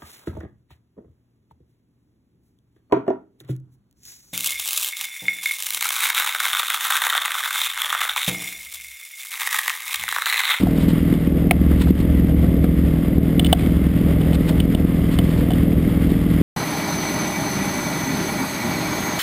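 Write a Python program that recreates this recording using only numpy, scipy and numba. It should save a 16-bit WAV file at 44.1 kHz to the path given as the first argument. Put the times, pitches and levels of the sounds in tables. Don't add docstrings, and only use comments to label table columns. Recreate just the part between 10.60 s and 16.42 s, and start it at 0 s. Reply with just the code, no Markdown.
import sys
import numpy as np
from scipy import signal
from scipy.fft import rfft, irfft
from scipy.io import wavfile
from scipy.ndimage import uniform_filter1d
from numba import njit

SR = 44100
rng = np.random.default_rng(int(sys.argv[2]) if len(sys.argv) > 2 else 0)


def amplitude_ratio(level_db):
    exponent = np.asarray(level_db, float) / 20
    return 10 ** exponent


def file_out(sig):
    cols = np.atleast_2d(sig).T
    lim = np.clip(cols, -1, 1)
    pcm = np.round(lim * 32767).astype(np.int16)
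    wavfile.write(sys.argv[1], SR, pcm)


N = 256662

# time_s, firing_hz
IDLE_SPEED = [(0.0, 40.06), (0.66, 41.27), (0.94, 40.58), (1.31, 41.53), (1.77, 40.61), (2.8, 40.71),
              (3.18, 41.21), (3.6, 40.27), (4.24, 41.35), (4.63, 40.32), (5.25, 41.49), (5.82, 40.39)]
START_TURN = 0.48
# lag_ms, pitch_hz, width_hz, strong_gain, weak_gain
PIPE_PATHS = [
    (-18.6, 163.5, 25, -.17, -.04),
    (-2.5, 169.6, 63, -.24, -.03),
    (-6.4, 268.5, 94, 0, .18),
    (-5, 259, 141, -.21, .04),
]
# lag_ms, pitch_hz, width_hz, strong_gain, weak_gain
BODY_PATHS = [
    (-2.5, 45.4, 20.7, 0.022, 0.026),
    (-5, 462.8, 100, 0.018, 0.022),
    (-7.5, 121.1, 45, 0.031, 0.023),
]
# time_s, extra_db
HARD_FIRINGS = [(.037, 5.5), (.285, 5), (.531, 3.5), (.675, 3.5), (.87, 1.5), (1.019, 4), (1.116, 3.5),
                (1.31, 8), (2.043, 3.5), (2.585, 3), (2.781, 4), (5.52, 2.5)]
EXHAUST_DB, SCATTER_DB = -16.5, 1.3
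JITTER_MS, WANDER_MS = 0.4, 0.6
# pitch_hz, density_db (per Hz)
RUMBLE_SPECTRUM = [(18, -48), (30, -32), (65, 0.5), (119, -3.5), (173, -4.5), (220, -9), (297, -8.5),
                   (352, -10), (631, -16.5), (900, -36.5), (1170, -60), (1980, -120)]
# pitch_hz, density_db (per Hz)
CLATTER_SPECTRUM = [(470, -4), (800, -3), (856, 1.5), (939, -4.5), (1120, 1), (1530, -3), (1670, -2.5),
                    (2110, 2.5), (2410, -6), (3330, -4.5), (4180, -15.5), (4900, -14), (6000, -22.5),
                    (7800, -58), (13200, -120)]
RUMBLE_DB, CLATTER_DB = -24, -41
SHADE_DB, ARM_UP_S, ARM_DOWN_S, ARM_MOVE_S = -2.5, 0.66, 2.65, 0.47
# start_s, lowest_mode_db, upper_voices_db, spot (0 dull to 3 dry crack)
CASE_TICKS = [(0.0687, -25, -38, 0), (0.5392, -39, -15, 3), (0.7836, -40, -27, .5), (0.9102, -15, 1, .85),
              (1.1164, -49, -29.5, 0), (1.2704, -34, -30, 0), (1.8402, -36, -30, .3),
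              (2.0423, -33, -20, .45), (2.795, -30, -9, 1.85), (2.8464, -37, -17, 2), (2.8604, -40, -24, 2),
              (2.8664, -43, -20, 2), (2.9282, -12, -4, 2.1), (2.9946, -40, -24, 1), (3.0054, -43, -28, 1.3),
              (3.0335, -38, -30, 1.6), (3.0619, -37, -22, 1.3), (3.6142, -40, -21, 2.5),
              (3.7308, -34, -27, 2.1), (4.0013, -48, -15, 2.1), (4.1485, -35, -22, 2),
              (4.588, -30, -15, 2.1), (4.5885, -40, -25, 0), (4.9054, -27, -26, 2), (4.9165, -32, -14, 3),
              (4.935, -45, -28, 2), (5.1194, -41, -30, .9)]
# pitch_hz, partner_hz, t60_s
CASE_MODES = [
    (694.5, 730, 0.058),
    (1315.6, 1581, 0.017),
    (2223, 2465, 0.011),
    (3030, 3420, 0.017),
]
CRACK_S, FALL_DB_PER_SPOT = 0.0009, 16
# middle_s, length_s, level_db
SLEEVE_STROKES = [(0.027, 0.071, -40.5), (0.113, 0.014, -40), (0.18, 0.045, -39.5), (0.227, 0.041, -39.5),
                  (0.302, 0.037, -34), (1.212, 0.068, -37), (1.29, 0.062, -40.5), (1.4, 0.033, -40),
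                  (1.81, 0.049, -44.5), (1.86, .04, -48), (2.051, 0.033, -44), (2.861, 0.039, -41),
                  (3.005, 0.04, -41), (3.084, 0.052, -48.5), (3.748, 0.031, -38), (3.892, 0.061, -38.5),
                  (4.536, .05, -39.5), (4.682, 0.11, -42.5), (4.781, .08, -41.5), (5.501, .06, -45),
                  (5.721, 0.062, -49)]
# pitch_hz, density_db (per Hz)
CLOTH_SPECTRUM = [(530, -21), (900, -2), (1650, -8), (1940, -5.5), (2590, -6), (3550, -5.5), (5120, -15),
                  (6000, -20.5), (7800, -59), (13200, -120)]
# time_s, firing_hz, level_db
NEAR_SLED = [
    (0, 37.1, -33),
    (.5, 37.07, -36),
    (1.4, 37.8, -29),
    (2.5, 36.54, -34.5),
    (4.2, 37.44, -31.5),
    (5.82, 37.48, -29),
]
# multiple (of its firing rate), level_db
NEAR_PARTIALS = [
    (1, -12.5),
    (1.5, 0),
    (2, 1.5),
    (3, 2),
    (4, -23),
    (5, -4.5),
]
# time_s, drone_hz, level_db
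FAR_SLED = [
    (0, 69.44, -42),
    (.7, 71.4, -19.5),
    (2, 70.28, -22.5),
    (3, 70.4, -23),
    (4.3, 70.2, -24.5),
    (5.82, 67.7, -35),
]
HUM_DB = -36.5
DUCK_TOP, DUCK_RELEASE_S, DUCK_DEPTH, DUCK_HZ, DUCK_TICK_SHARE = 0.55, 0.055, 1.8, 380, 0.55
SAMPLE_HOLD = (40, 147, 4, 160)
# pitch_hz, threshold_db
PATCH_THRESHOLDS = [(10000, -88), (11000, -77), (11300, -84), (12600, -84), (12800, -71.5), (13500, -72),
                    (13750, -82), (14350, -82), (14500, -73.5), (14900, -73.5), (15000, -81), (15250, -81),
                    (15350, -62), (16300, -58), (16700, -30), (22050, -30)]


def level(x, db):
    return x * amplitude_ratio(db) / np.sqrt(np.mean(x ** 2))


def curve(table):
    s, *columns = np.transpose(table)
    return [np.interp(np.arange(N) / SR, s, c) for c in columns]


def ring(x, hz, width_hz, count=1):
    for _ in range(count):
        x = signal.lfilter(*signal.iirpeak(hz, hz / width_hz, SR), x)
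    return x


def colour(points):
    hz, db = np.transpose(points)
    log_hz = np.log(np.arange(1, N // 2 + 2) * SR / N)
    spectrum = rfft(rng.standard_normal(N)) * amplitude_ratio(np.interp(log_hz, np.log(hz), db))
    return level(irfft(spectrum, N), 0)


def walk(rate):
    k = int(SR / rate)
    steps = np.repeat(rng.standard_normal(N // k + 1), k)
    return 2.19 * uniform_filter1d(uniform_filter1d(steps, k), k)[:N]


def pulses(s, size):
    at = np.round(s * SR).astype(int)
    keep = (at >= 0) & (at < N)
    return np.bincount(at[keep], size[keep], N)


def exhaust(turn):
    firing = np.arange(1, int(turn[-1]) + 1)
    s = np.interp(firing, turn, np.arange(N) / SR + WANDER_MS / 1000 * walk(9))
    paths = PIPE_PATHS + BODY_PATHS
    force_draw, time_draw, *path_draws = rng.standard_normal((len(firing), len(paths) + 2)).T
    force_db = SCATTER_DB * force_draw
    for at, db in HARD_FIRINGS:
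        force_db[np.argmin(abs(s - at))] = db
    out = 0
    for (lag_ms, hz, width_hz, strong, weak), own in zip(paths, path_draws):
        path_db = min(width_hz / 60, 1) * force_db + 0.81 * own
        size = np.where(firing % 2, weak, strong) * amplitude_ratio(path_db)
        answer = ring(np.arange(SR // 5) == 0, hz, width_hz, count=3)
        blow = pulses(s + (lag_ms + JITTER_MS * time_draw) / 1000, size)
        out = out + signal.fftconvolve(blow, answer / abs(answer).max())[:N]
    return level(out, EXHAUST_DB)


def clatter(turn):
    t = np.arange(N) / SR
    arm = (np.tanh((t - ARM_UP_S) / ARM_MOVE_S) - np.tanh((t - ARM_DOWN_S) / ARM_MOVE_S)) / 2
    gate_db = 1.44 * np.cos(4 * np.pi * (turn + 0.12)) + 1.06 * np.cos(2 * np.pi * (turn + 0.27))
    rattle_db = CLATTER_DB + SHADE_DB * arm + 3.0 + gate_db + 0.82 * walk(35)
    rumble_db = RUMBLE_DB + 0.5 * np.cos(np.pi * turn) + 0.99 * walk(12)
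    return colour(CLATTER_SPECTRUM) * amplitude_ratio(rattle_db) + colour(RUMBLE_SPECTRUM) * amplitude_ratio(rumble_db)


def ticks():
    s, low_db, upper_db, spot = np.transpose(CASE_TICKS)
    distance = abs(np.arange(len(CASE_MODES))[:, None] - spot)
    *upper, crack_db = upper_db - FALL_DB_PER_SPOT * distance
    t = np.arange(SR // 20) / SR
    scrape = rng.standard_normal(N)
    out = scrape * signal.fftconvolve(pulses(s, amplitude_ratio(crack_db - 12)), np.exp(-t / CRACK_S))[:N]
    for (hz, partner_hz, t60), db in zip(CASE_MODES, [low_db, *upper]):
        pair = np.sin(2 * np.pi * hz * t) + 0.69 * np.sin(2 * np.pi * partner_hz * t)
        shape = pair * np.exp(-np.log(1000) * t / t60) * (1 - np.exp(-t / 0.00062))
        struck = signal.fftconvolve(pulses(s, amplitude_ratio(db + 5.5)), shape)[:N]
        out = out + struck * (1 + 1.9 * ring(scrape, 425, 400))
    return out


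def cloth():
    t = np.arange(N) / SR
    stroke = sum(amplitude_ratio(db) * np.exp(-(2 * (t - s) / length) ** 4) for s, length, db in SLEEVE_STROKES)
    return colour(CLOTH_SPECTRUM) * stroke * amplitude_ratio(2.24 * walk(130))


def other_sleds():
    near_hz, near_db = curve(NEAR_SLED)
    near_turn = np.cumsum(near_hz) / SR
    near = 0
    for multiple, db in NEAR_PARTIALS:
        strength = amplitude_ratio(db + 1.4 * walk(8.2))
        near = near + strength * np.sin(2 * np.pi * multiple * near_turn + 0.5 * walk(12))
    far_hz, far_db = curve(FAR_SLED)
    far_turn = np.cumsum(far_hz) / SR
    far = amplitude_ratio(far_db + 1.3 * walk(6)) * np.sin(2 * np.pi * far_turn)
    hum = amplitude_ratio(HUM_DB + 1.8 * walk(3)) * np.sin(2 * np.pi * far_turn * 6 / 7)
    return np.sqrt(2) * (amplitude_ratio(near_db) * near + far + hum)


def scene():
    turn = START_TURN + np.cumsum(curve(IDLE_SPEED)[0]) / SR
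    mono = exhaust(turn) + clatter(turn) + ticks() + cloth() + other_sleds()
    return np.array([mono, mono])


@njit
def duck(x, top, release):
    gain, peak = np.empty(len(x)), top
    for i in range(len(x)):
        peak = max(abs(x[i]), peak + (top - peak) * release)
        gain[i] = top / peak
    return gain


def gain_control(x):
    thud = signal.sosfilt(signal.butter(2, DUCK_HZ, fs=SR, output="sos"), x)
    detector = thud + DUCK_TICK_SHARE * (x - thud)
    gain = duck(detector, DUCK_TOP, 1 / (DUCK_RELEASE_S * SR)) ** DUCK_DEPTH
    return x * uniform_filter1d(gain, size=200, origin=99)


def sample_and_hold(x):
    up, down, hold, back = SAMPLE_HOLD
    padded = np.pad(x, (0, down), "edge")
    held = np.repeat(signal.resample_poly(padded, up, down, padtype="edge"), hold)
    return np.clip(signal.resample_poly(held, down, back)[:N], -1, 1)


def converter_error(x):
    mids = np.sqrt(abs(uniform_filter1d(ring(x, 1330, 1170, count=3) ** 2, size=200)))
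    return amplitude_ratio(-3.5) * mids * colour([(7000, -46), (9500, 3), (11000, 2.5), (16000, 4.5)])


def drop_patches(x):
    hz, _, cells = signal.stft(x, SR, nperseg=1024)
    power = uniform_filter1d(abs(cells) ** 2, size=9, axis=0)
    threshold_db = np.interp(hz, *np.transpose(PATCH_THRESHOLDS), left=-200)
    cells = cells * (power > amplitude_ratio(2 * threshold_db)[:, None])
    return signal.istft(cells, SR, nperseg=1024)[1][:N]


def channel_error(x):
    noise = colour([(1, 0), (150, 0), (350, -13), (1500, -23), (4000, -31), (12000, -37)])
    return amplitude_ratio(-30) * (walk(45) > 1.4) * x * noise


def top_cut(x):
    return signal.sosfilt(signal.butter(12, 16330, fs=SR, output="sos"), x)


def record(dry):
    x = signal.sosfilt(signal.butter(3, 33, "high", fs=SR, output="sos"), dry[0])
    x = sample_and_hold(gain_control(x))
    x = drop_patches(x + converter_error(x))
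    error = channel_error(x)
    return top_cut(np.array([x + error, x - error]))


dry = scene()
out = record(dry)
file_out(out)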